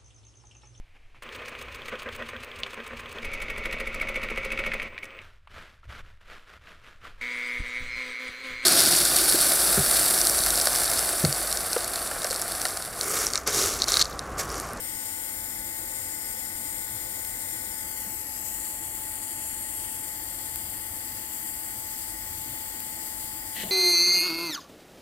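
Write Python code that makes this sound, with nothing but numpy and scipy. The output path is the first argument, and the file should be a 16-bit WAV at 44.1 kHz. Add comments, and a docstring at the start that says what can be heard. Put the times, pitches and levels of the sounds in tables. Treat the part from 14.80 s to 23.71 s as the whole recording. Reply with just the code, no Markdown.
"""Steady gas hiss of a TIG arc on a steel pipe, heard up close at two microphone ports.
The shielding gas leaves the cup, combed by reflections that shift as the hands move.
Behind it the welding set whines and whistles over a faint hum and the rumble of shop fans.
The arc spits four times; at the end the ceramic cup scrapes along the joint and knocks on the pipe."""
import sys
import numpy as np
from scipy import signal
from scipy.fft import rfft, irfft
from scipy.io import wavfile
from scipy.ndimage import uniform_filter1d

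SR = 44100
rng = np.random.default_rng(int(sys.argv[2]) if len(sys.argv) > 2 else 0)


def unload_audio(sound):
    """Save the sound as a 16-bit wav file, at the path given as the first command line argument."""
    columns = np.transpose(np.atleast_2d(sound))
    # keep every value between -1 and 1, then stretch to whole-number steps
    steps = np.round(np.clip(columns, -1, 1) * 32767)
    wavfile.write(sys.argv[1], SR, steps.astype(np.int16))


N = 392920
TIME = np.arange(N) / SR
BAND_EDGE_HZ = 15880
CATCH_S = 8.836  # the cup catches on the joint

# phase of the left port ahead of the right: freq_hz, lead_rad
PORT_LEAD = [(30, 0), (150, .05), (330, .5), (700, 1.2), (1460, 2.6), (1810, 1.5), (2410, 3.3), (3270, 1.6),
             (3900, 3.1), (4800, 2.6), (7150, 4), (8700, 7), (10800, 7), (11600, 7.6), (12400, 7),
             (14200, 8.4), (15700, 9.5)]


def amp(db):
    """Decibels to gain."""
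    return 10 ** (np.asarray(db) / 20)


def unit_rms(x):
    return x / np.sqrt(np.mean(x ** 2) + 1e-20)


def curves(rows, t):
    """Table columns interpolated over time."""
    times_s, *columns = np.transpose(rows)
    return [np.interp(t, times_s, column) for column in columns]


def colour(rows, hz):
    """Table columns interpolated over log frequency."""
    freqs_hz, *columns = np.transpose(rows)
    return np.array([np.interp(np.log(hz + 1), np.log(freqs_hz + 1), column) for column in columns])


def ease(t, at_s, ease_s):
    """Smooth step from 0 to 1."""
    return .5 + .5 * np.tanh((t - at_s) / ease_s)


def bump(t, at_s, half_s):
    """Smooth rise to 1 and back."""
    return np.exp(-((t - at_s) / half_s) ** 2)


def add(mix, start_s, sound):
    """Mix in a two-port sound."""
    part = mix[:, round(start_s * SR):][:, :sound.shape[1]]
    part += sound[:, :part.shape[1]]


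def wander(rate_hz):
    """Low-passed random drift, unit rms."""
    lowpass = signal.butter(2, min(rate_hz, SR / 4), fs=SR, output="sos")
    return unit_rms(signal.sosfilt(lowpass, rng.standard_normal(N)))


def patches(shape, bins=7, frames=70):
    """Smooth random field over frequency and time, unit rms."""
    field = rng.standard_normal(shape)
    for _ in range(2):
        field = uniform_filter1d(uniform_filter1d(field, bins, axis=0), frames, axis=1)
    return unit_rms(field)


def port_noise(size):
    """Short-time spectra of white noise, 0 dB per Hz, partly coherent between the ports."""
    # likeness of the ports: freq_hz, coherence
    port_coherence = [(40, .98), (330, .93), (600, .3), (1200, .25), (1600, .4), (1900, .8), (2400, .88),
                      (2800, .3), (3950, .75), (5800, .35), (7500, .84), (10000, .72), (15500, .6)]
    white = rng.standard_normal((2, N)) * np.sqrt(SR / 2)
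    hz, t, (left, independent) = signal.stft(white, SR, nperseg=size, noverlap=size - size // 4)
    coherence = np.clip(colour(port_coherence, hz).T, 0, 1)
    right = coherence * left + np.sqrt(1 - coherence ** 2) * independent
    right = right * np.exp(-1j * colour(PORT_LEAD, hz).T)
    return hz, t, np.array([left, right])


def to_sound(spectra, size):
    """Short-time spectra to waveform."""
    return signal.istft(spectra, nperseg=size, noverlap=size - size // 4)[1][:, :N]


def resonances(rows):
    """Two-port noise in steep-sided bands; rows: centre_hz, width_hz, rms_db."""
    hz, power = np.fft.rfftfreq(N, 1 / SR), 0
    for centre_hz, width_hz, rms_db in rows:
        peak = 1 / (1 + (2 * (hz - centre_hz) / width_hz) ** 2) ** 2
        power = power + amp(rms_db) ** 2 * peak / peak.mean()
    left = rfft(rng.standard_normal(N)) * np.sqrt(power)
    right = left * np.exp(-1j * colour(PORT_LEAD, hz)[0])
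    return irfft(np.array([left, right]), N)


def ring(x, hz, width_hz):
    """Resonator applied twice for steep skirts, unit rms."""
    band = signal.iirpeak(hz, hz / width_hz, SR)
    return unit_rms(signal.lfilter(*band, signal.lfilter(*band, x)))


def tone(hz, lead_rad, waver, rate_hz):
    """Two-port sine fluttering in level and phase, unit rms."""
    flutter = 1 + waver * (wander(rate_hz) + 1j * wander(rate_hz))
    left = flutter * np.exp(2j * np.pi * hz * TIME)
    right = left * np.exp(-1j * lead_rad)
    return np.array([unit_rms(left.real), unit_rms(right.real)])


def shop(gain_db=-0.97, drift_db=1.6, drone_right_db=-2):
    """Swelling rumble and drone of fans, with the arc's soft roar above."""
    # fans and arc roar, before gain: freq_hz, left_db, right_db
    wash_spectrum = [(20.0, -85, -87), (43.4, -72.5, -80.5), (102, -72.5, -70), (156, -78.5, -85),
                     (280, -75, -76), (317, -71, -77), (383, -85.5, -82), (787, -78, -79.5),
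                     (1075, -83, -84.5), (1600, -82, -86.5), (2080, -76.5, -76.5), (2275, -78, -77),
                     (2830, -95, -104), (3720, -115, -120)]
    # rumble swells: centre_s, half_length_s, rise_db
    swells = [(0.04, .15, 5), (2.05, 0.33, 4), (5.92, .24, 5.5), (7.624, .12, 6)]
    # how far each band follows the swells: freq_hz, share
    swell_share = [(110, 0.97), (220, 0.022)]
    # fan drones: centre_hz, width_hz, level_db
    drones = [(47.6, 7.3, -58), (86.6, 25, -61), (214.2, 11, -66), (250.2, 1.2, -65), (322, 26, -61.5),
              (1910, 60, -55.5)]
    hz, t, noise = port_noise(size=2048)
    rumble_db = sum(rise_db * bump(t, centre_s, half_s) for centre_s, half_s, rise_db in swells)
    rumble_db += drift_db * np.interp(t, TIME, wander(8.7))
    swell_db = colour(swell_share, hz).T * (rumble_db - rumble_db.mean())
    wash = to_sound(noise * amp(colour(wash_spectrum, hz)[:, :, None] + swell_db), size=2048)
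    return amp(gain_db) * wash + amp([[0], [drone_right_db]]) * resonances(drones)


def hum(pitch_hz=1486, tone_right_db=-11, body_right_db=-3):
    """A faint tone and rushing resonances that sink together."""
    # hum envelope: time_s, level_db
    envelope = [(0, -55.5), (3.25, -56.5), (3.33, -66), (5.2, -62.5), (8.9, -62.5)]
    # rushing bands: centre_hz, width_hz, relative_db
    bands = [(518, 57, -3.5), (1735, 20, -7), (2085, 174, 9)]
    line = amp([[0], [tone_right_db]]) * tone(pitch_hz, lead_rad=-1.2, waver=0.14, rate_hz=8.6)
    body = amp([[0], [body_right_db]]) * resonances(bands)
    return amp(curves(envelope, TIME)[0]) * (line + body)


def welding_set(whine_hz=867, whistle_hz=14775, whistle_left_db=8.3, whistle_right_db=-4, sway_db=0.8):
    """A wavering whine and the inverter's thin whistle, which the left port faces."""
    # whine: time_s, left_db, right_db, lead_rad
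    whine_track = [(0, -47, -50, 2.12), (2.9, -47, -51.5, 2.24), (3.3, -49, -49, 1.4),
                   (3.5, -49.5, -59, 1.1), (4, -47, -57, 0.9), (5, -46.5, -56, 1.5),
                   (6, -48.5, -52.5, 1.74), (8.9, -47, -52, 1.32)]
    # whistle, before port gains: time_s, level_db
    whistle_track = [(0.0, -52), (0.25, -58), (1.96, -63), (2.23, -52), (3.0, -56), (3.31, -48), (3.4, -58),
                     (3.64, -57), (3.74, -47), (3.99, -56), (4.16, -49), (4.68, -60), (5.25, -52.5),
                     (7.09, -52), (7.53, -50), (8.45, -52.5), (8.9, -50)]
    left_db, right_db, lead_rad = curves(whine_track, TIME)
    whine = amp([left_db, right_db]) * tone(whine_hz, lead_rad, waver=0.095, rate_hz=12.0)
    whistle_db = curves(whistle_track, TIME)[0] + sway_db * wander(4)
    whistle = amp(whistle_db) * tone(whistle_hz, lead_rad=1.1, waver=0.32, rate_hz=70)
    return whine + amp([[whistle_left_db], [whistle_right_db]]) * whistle


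def stroke(touch_s=8.744, bite_s=8.763, rub_db=-47.5, drag_db=-37.8, press_db_per_s=68,
           attack_s=.005, release_s=.009):
    """Force of the cup on the joint: a light rub, then a drag that grows until it catches."""
    rub = amp(rub_db) * ease(TIME, touch_s, attack_s)
    dragging = ease(TIME, bite_s, attack_s) * (1 - ease(TIME, CATCH_S, release_s))
    pressure_db = drag_db + press_db_per_s * np.minimum(TIME - CATCH_S, 0)
    return rub + amp(pressure_db) * dragging


def pipe_shudder(jolt_db=-44, fall_db_per_s=40, rise_s=0.0061, drag_gain_db=-12):
    """Rough, low ringing of the pipe: faint under the drag, stronger once the cup catches."""
    # dull pipe modes: centre_hz, width_hz, relative_db
    modes = [(196, 89, -3.5), (603, 720, -0.5)]
    decay = amp(jolt_db - fall_db_per_s * np.maximum(TIME - CATCH_S, 0))
    jolt = ease(TIME, CATCH_S, rise_s) * decay
    return (jolt + amp(drag_gain_db) * stroke()) * resonances(modes)


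def knocks(rise_s=0.0031):
    """Quickly damped thuds: one soft knock as the hum sinks, three as the cup catches."""
    # thuds: start_s, gain_db, pitch_hz, t60_s
    thuds = [(3.263, -34.5, 202, 0.067), (8.8366, -16.5, 370, 0.012), (8.8505, -24.5, 180, .026),
             (8.887, -36, 200, .05)]
    out, t = np.zeros((2, N)), np.arange(SR // 5) / SR
    for start_s, gain_db, pitch_hz, t60_s in thuds:
        envelope = np.exp(-np.log(1000) * t / t60_s) * (1 - np.exp(-t / rise_s))
        thud = envelope * np.sin(2 * np.pi * pitch_hz * t)
        add(out, start_s, amp(gain_db) * np.array([thud, thud]))
    return out


def cup_scrape(slips_per_s=1100, slip_spread_db=4, tick_right_db=-5):
    """Tiny slips and smooth rubbing ring the cup as one rasp; coarser grit makes it tick."""
    # ceramic cup modes: centre_hz, width_hz, relative_left_db, relative_right_db
    modes = [(2000, 520, 5, 1), (3050, 950, 7, 2), (4150, 1100, 4, -7), (5700, 2400, -5, -11)]
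    # jumps over grit: start_s, left_peak_db
    grit = [(8.7655, -30), (8.7825, -29), (8.8, -25), (8.8063, -30), (8.820, -26), (8.834, -28)]
    rasp, tick, ticks = 0, 0, np.zeros((2, N))
    for hz, width_hz, *port_db in modes:
        sizes = rng.choice([-1, 1], N) * amp(slip_spread_db * np.minimum(rng.exponential(1, N), 4))
        slips = sizes * (rng.random(N) < slips_per_s / SR)
        friction = unit_rms(slips) + rng.standard_normal((2, N))
        rasp = rasp + amp(port_db)[:, None] * ring(friction, hz, width_hz)
        tick = tick + amp(port_db[0]) * ring(signal.unit_impulse(SR // 100), hz, width_hz)
    for start_s, peak_db in grit:
        add(ticks, start_s, amp(peak_db) * amp([[0], [tick_right_db]]) * tick / abs(tick).max())
    return stroke() * unit_rms(rasp) + ticks


def arc_spits(treble_lag_s=0.00057, fizz_db=-12, fizz_decay_s=0.00074, right_db=-10):
    """Sharp cracks of the arc, treble just behind bass, each with a short fizz."""
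    # spits: start_s, left_crack_db
    spits = [(2.4496, -16), (2.6915, -27), (5.7592, -12.3), (8.003, -18)]
    # spit spectrum: freq_hz, relative_db
    spectrum = [(300, -16), (1500, -9), (6000, -7), (9000, -5), (10500, -10), (12500, 3), (15700, 4),
                (16500, -40)]
    out, t = np.zeros((2, N)), np.arange(512) / SR
    hz = np.fft.rfftfreq(len(t), 1 / SR)
    magnitude = amp(colour(spectrum, hz)[0])
    crack = irfft(magnitude * np.exp(-1j * np.pi * treble_lag_s * hz ** 2 / BAND_EDGE_HZ))
    for start_s, crack_db in spits:
        noise = irfft(magnitude * np.exp(2j * np.pi * rng.random(len(hz))))
        fizz = unit_rms(noise) * np.exp(-t / fizz_decay_s)
        burst = (crack / abs(crack).max() + amp(fizz_db) * fizz)[:len(t) // 2]
        add(out, start_s, amp(crack_db) * amp([[0], [right_db]]) * burst)
    return out


def nozzle_ring(hz=11500, width_hz=600, rest_db=-57, ease_s=0.075, right_db=6.0, waver_db=2.5):
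    """Gas rings one nozzle mode unsteadily: faint throughout, stronger at some torch angles."""
    # stronger ringing: start_s, end_s, left_db
    spells = [(3.75, 5.35, -53.5), (6.4, 7.15, -58)]
    boost = sum(amp(left_db) * ease(TIME, start_s, ease_s) * (1 - ease(TIME, end_s, ease_s))
                for start_s, end_s, left_db in spells)
    envelope = (amp(rest_db) + boost) * amp(waver_db * wander(7.3))
    return envelope * amp([[0], [right_db]]) * resonances([(hz, width_hz, 0)])


def hand_combs(hz, t, tremor_ms=.004, tremor_hz=2.5, far_phase_rad=.77, near_phase_rad=1.18,
               far_rest_ms=.7, near_rest_ms=.123, near_follow=.715, right_share=0.44, right_lead_ms=0.172):
    """The hand reflects the jet: a comb at each port that slides down as the echo path grows."""
    # the hand swings out once, then creeps back: time_s, far_delay_ms, far_share, near_share
    hand_echoes = [(0, .587, .49, 0), (1.9, .59, .47, 0), (2.2, .578, .49, 0), (2.9, .579, .44, 0),
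                   (3.02, .617, .52, 0), (3.12, .675, .58, 0), (3.24, .745, .58, .05), (3.4, .788, .5, .22),
                   (3.53, .8, .42, .24), (3.68, .772, .46, .36), (3.87, .715, .22, .27),
                   (4.3, .713, .1, .3), (4.75, .719, .18, .33), (5.2, .702, .16, .29),
                   (5.4, .674, .13, .12), (6.2, .665, .24, .18), (7.2, .643, .21, .15),
                   (8.9, .631, .12, .12)]
    far_ms, far_share, near_share = curves(hand_echoes, t)
    far_ms = far_ms + tremor_ms * np.interp(t, TIME, wander(tremor_hz))
    near_ms = near_rest_ms + near_follow * (far_ms - far_rest_ms)
    reflectance = (hz[:, None] / 9000) ** .41  # small surfaces reflect short waves best
    phase_per_ms = -2j * np.pi * hz[:, None] / 1000
    far_echo = reflectance * far_share * np.exp(phase_per_ms * far_ms + 1j * far_phase_rad)
    near_echo = near_share * np.exp(phase_per_ms * near_ms + 1j * near_phase_rad)
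    # the right port faces away: weaker echo, shorter detour
    right_echo = right_share * far_echo * np.exp(-phase_per_ms * right_lead_ms)
    return 1 + far_echo + near_echo, 1 + right_echo


def gas_jet(gain_db=-66, drift_db=0.44, flutter_db=0.48, sizzle_db=-0.3, patchy_db=1.0,
            swing_s=3.44, swing_half_s=.3, travel_start_s=2.4, fade_db_per_s=0.2):
    """Turbulent hiss of shielding gas; it fades on the left as the torch travels along the joint."""
    # jet spectrum at each port: freq_hz, relative_db
    left_spectrum = [(2000, -27.5), (2750, -16), (3300, -16.5), (3800, -18.5), (4500, -11.5), (5300, -13),
                     (5900, -16.5), (6650, -11.5), (7350, -1.15), (8100, -5.5), (8900, -0.44), (9400, -4),
                     (9900, -9.5), (10400, -15.5), (11100, -13.5), (11600, -5.5), (12300, -5), (13000, -4),
                     (13600, -8.5), (14400, -13), (15100, -13), (15700, -11)]
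    right_spectrum = [(2000, -30.5), (2750.0, -32.5), (3400.0, -24), (4000.0, -25.5), (4700.0, -24),
                      (5700.0, -34), (6250.0, -27.5), (6900.0, -19), (7250.0, -16), (8350.0, -14.5),
                      (8900.0, -27), (9300.0, -19), (10300.0, -17.6), (10900.0, -13.5), (11500.0, -6),
                      (12000.0, -23), (12700.0, -12.6), (13250.0, -16), (13800.0, -16), (14450.0, -22),
                      (15100.0, -18.2), (15700.0, -15.8)]
    # left-port tilt during the hand's swing: freq_hz, change_db
    swing_tilt = [(4000, 0), (5000, -1.2), (6400, 0), (7200, -2.5), (8100, 2), (8900, -3.2), (10300, 0),
                  (11600, 2.8), (12500, -.3), (15500, .5)]
    hz, t, spectra = port_noise(size=512)
    left_comb, right_comb = hand_combs(hz, t)
    tilt_db = bump(t, swing_s, swing_half_s) * colour(swing_tilt, hz).T
    fade_db = fade_db_per_s * np.maximum(t - travel_start_s, 0)
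    spectra[0] *= amp(colour(left_spectrum, hz).T + tilt_db - fade_db) * left_comb
    spectra[1] *= amp(colour(right_spectrum, hz).T) * right_comb
    level_db = gain_db + drift_db * wander(6.8) + flutter_db * wander(32) + sizzle_db * wander(370)
    spectra *= amp(patchy_db * patches(spectra[0].shape))
    return amp(level_db) * to_sound(spectra, size=512)


def scene():
    steady = gas_jet() + nozzle_ring() + shop() + welding_set() + hum()
    return steady + arc_spits() + cup_scrape() + knocks() + pipe_shudder()


def record(dry):
    """Steep low-pass at the band edge."""
    lowpass = signal.firwin(1023, BAND_EDGE_HZ, window=("kaiser", 9), fs=SR)
    return signal.oaconvolve(dry, lowpass[None], "same")


dry = scene()
out = record(dry)
unload_audio(out)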